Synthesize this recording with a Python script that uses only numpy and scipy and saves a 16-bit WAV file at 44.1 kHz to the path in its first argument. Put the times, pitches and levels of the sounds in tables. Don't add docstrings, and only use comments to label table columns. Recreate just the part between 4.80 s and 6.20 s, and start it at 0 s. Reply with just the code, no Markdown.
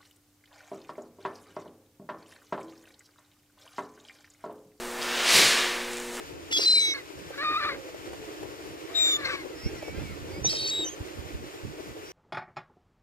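import sys
import numpy as np
from scipy import signal
from scipy.fft import rfft, irfft, next_fast_len
from scipy.io import wavfile
from scipy.ndimage import uniform_filter1d, map_coordinates

SR = 44100
rng = np.random.default_rng(int(sys.argv[2]) if len(sys.argv) > 2 else 0)


def unload_wav(signal):
    wavfile.write(
        sys.argv[1],
        SR,
        np.round(np.clip(np.atleast_2d(signal).T, -1, 1) * 32767).astype(np.int16),
    )


N = 61739

# (frequency [Hz], density [dB per Hz, relative])
DRY_STRAW = [(300, -30), (1700, -2.5), (3500, -1.5), (6000, 1), (8700, 2), (11500, -14), (16000, -19)]


def amp(db):
    return 10 ** (np.asarray(db) / 20)


def unit(x):
    return x / np.sqrt(np.mean(x ** 2) + 1e-20)


def clock():
    return np.arange(N) / SR


def along(points, hz):
    f, value = np.transpose(points)
    return np.interp(np.log(hz + 1), np.log(f + 1), value)


def wobble(rate):
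    return map_coordinates(rng.standard_normal(256), [clock() * rate], mode="wrap")


def swell(s, width):
    return np.exp(-.5 * ((clock() - s) / width) ** 2)


def filtered(x, response):
    m = next_fast_len(N + SR // 2)
    return irfft(rfft(x, m) * response(np.fft.rfftfreq(m, 1 / SR)), m)[..., :N]


def coloured(x, spectrum):
    return filtered(x, lambda hz: unit(amp(along(spectrum, hz))))


def noise(spectrum):
    return coloured(rng.standard_normal(N), spectrum)


def ventilation():
    # (frequency [Hz], density [dB per Hz, relative])
    air = [(25, -25), (80, -12.5), (180, -6), (320, -2.5), (600, 0), (1200, -3), (2500, -4.5), (5000, -8.5),
           (9000, -8.5), (12000, -15.5), (16000, -22)]
    return amp(-42) * noise(air)


def mains_hum():
    # (frequency [Hz], level [dB rms])
    lines = [(240, -47.5), (360, -43.5), (480, -45.5), (540, -54), (840, -59.5), (900, -58.5), (960, -56),
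             (1680, -60), (1800, -55.5)]
    waver_db, buzz_hz = 0.84, 120
    hum = np.zeros(N)
    for hz, db in lines:
        level = amp(db + waver_db * wobble(7))
        phase = np.pi / 2 * (hz / buzz_hz) ** 2
        hum += level * np.sin(2 * np.pi * hz * clock() + phase)
    return np.sqrt(2) * hum


def room(x):
    # (frequency [Hz], time to fall 60 dB [s])
    decay = [(100, 0.91), (500, 0.89), (2000, 1.5), (5000, 1.03), (9000, 1.02), (15000, 0.63)]
    delay_s, renew_s = .012, .1
    out = np.zeros(N)
    for s in np.arange(0, N / SR + renew_s, renew_s):
        hz, t, z = signal.stft(rng.standard_normal(SR), SR, nperseg=256)
        fade = amp(-60 * t / along(decay, hz)[:, None])
        tail = signal.istft(z * fade, SR, nperseg=256)[1]
        tail = np.pad(tail / np.linalg.norm(tail), (int(delay_s * SR), 0))
        share = np.sqrt(np.maximum(1 - np.abs(clock() - s) / renew_s, 0))
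        out += signal.fftconvolve(x * share, tail)[:N]
    return out


def straw_snaps():
    # (time [s], level [dB])
    ticks = [(1.1345, -31), (1.171, -28.5), (1.178, -35), (1.1835, -29), (1.2008, -31), (1.3625, -38),
             (1.37, -29)]
    t, t60 = clock(), .005
    envelope = sum(amp(db - 60 * np.abs(t - s) / t60) * (t >= s) for s, db in ticks)
    return coloured(rng.standard_normal(N) * envelope, DRY_STRAW)


def rustle():
    # (time [s], standard deviation [s], level [dB rms])
    rustles = [(0.017, 0.13, -50), (0.243, .025, -42.5), (1.133, 0.018, -42.5), (1.35, 0.02, -40.5)]
    grain_db = 5.7 * unit(uniform_filter1d(rng.standard_normal(N), size=60))
    grains = unit(rng.standard_normal(N) * amp(grain_db))
    envelope = sum(amp(db) * swell(s, width) for s, width, db in rustles)
    return coloured(grains * envelope, DRY_STRAW)


def creak():
    # (time [s], level [dB])
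    slips = [(.216, -32), (.2225, -29.5), (.228, -33)]
    # (frequency [Hz], level [dB], time to fall 60 dB [s])
    modes = [(3300, -7, 0.036), (3800, 0, 0.018), (4440, 2.5, 0.011), (4920, -1.5, .025)]
    out = np.zeros(N)
    for s, db in slips:
        t = np.maximum(clock() - s, 0)
        for hz, level, t60 in modes:
            detune = 1 + 0.016 * rng.standard_normal()
            out += amp(db + level - 60 * t / t60) * np.sin(2 * np.pi * hz * detune * t)
    return out


def puff():
    # (frequency [Hz], density [dB per Hz, relative])
    pushed_air = [(45, -35), (70, -13), (90, 10.5), (125, -3), (180, 6), (280, 2.5), (450, 8), (650, 4),
                  (1000, -30)]
    return amp(-33) * swell(.593, .042) * noise(pushed_air)


def eddies(shape_db, loud_power, pitch_power):
    # (time [s], speed [share of top speed])
    swing = [(0, 0.31), (.13, 0.28), (.25, 0.5), (.36, 0.59), (.44, 0.67), (.51, 0.87), (.565, 0.99),
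             (.61, 0.91), (.68, 0.78), (.76, 0.63), (.86, 0.53), (1.0, 0.24), (1.12, 0.093), (1.27, 0.046),
             (1.35, 0.18), (1.4, 0.41)]
    hz, t, z = signal.stft(rng.standard_normal(N), SR, nperseg=512)
    speed = np.clip(np.interp(t, *np.transpose(swing)), .01, None)
    gain = amp(shape_db(hz[:, None] / speed ** pitch_power))
    gain = gain / np.sqrt(np.mean(gain ** 2, axis=0))
    return signal.istft(z * gain * speed ** loud_power, SR, nperseg=512)[1][:N]


def head_wake():
    # (frequency [Hz], density [dB per Hz, relative])
    wake = [(130, -33), (220, -11.5), (420, -1), (750, -2), (1300, -1), (2500, -8.5), (6000, -22.5)]
    return amp(-30) * eddies(lambda hz: along(wake, hz), loud_power=1.2, pitch_power=0.05)


def straw_swish():
    # (frequency [Hz], density [dB per Hz, relative])
    hiss_points = [(200, -26.5), (900, -14), (1600, -3.5), (2300, 2.5), (3300, 1), (4300, 0), (5500, -1.5),
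                   (6600, -3), (9000, -6), (12500, -12.5), (16000, -26)]
    # (frequency [Hz], two standard deviations [Hz], height over the hiss [dB])
    whistles = [(2200, 350, 0.5), (4175, 200, 4), (5300, 650, 2.5)]

    def shape_db(hz):
        peaks = sum(db * np.exp(-2 * ((hz - centre) / width) ** 2) for centre, width, db in whistles)
        return along(hiss_points, hz) + peaks

    return amp(-17) * eddies(shape_db, loud_power=3.21, pitch_power=0.7)


def scene():
    swish = straw_swish() + head_wake() + puff()
    broom = swish + creak() + rustle() + straw_snaps()
    echo = amp(-4) * room(broom)
    return np.tile(broom + echo + mains_hum() + ventilation(), (2, 1))


def record(dry):
    # (frequency [Hz], density [dB per Hz, relative])
    electronics = [(25, 34.5), (100, 5), (400, 3), (1500, -18), (4000, -19), (8000, -14), (15000, 4.5)]
    hiss_db, top_hz = -51.5, 15750
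    hiss = amp(hiss_db) * np.array([noise(electronics), noise(electronics)])
    return filtered(dry + hiss, lambda hz: hz < top_hz)


dry = scene()
out = record(dry)
unload_wav(out)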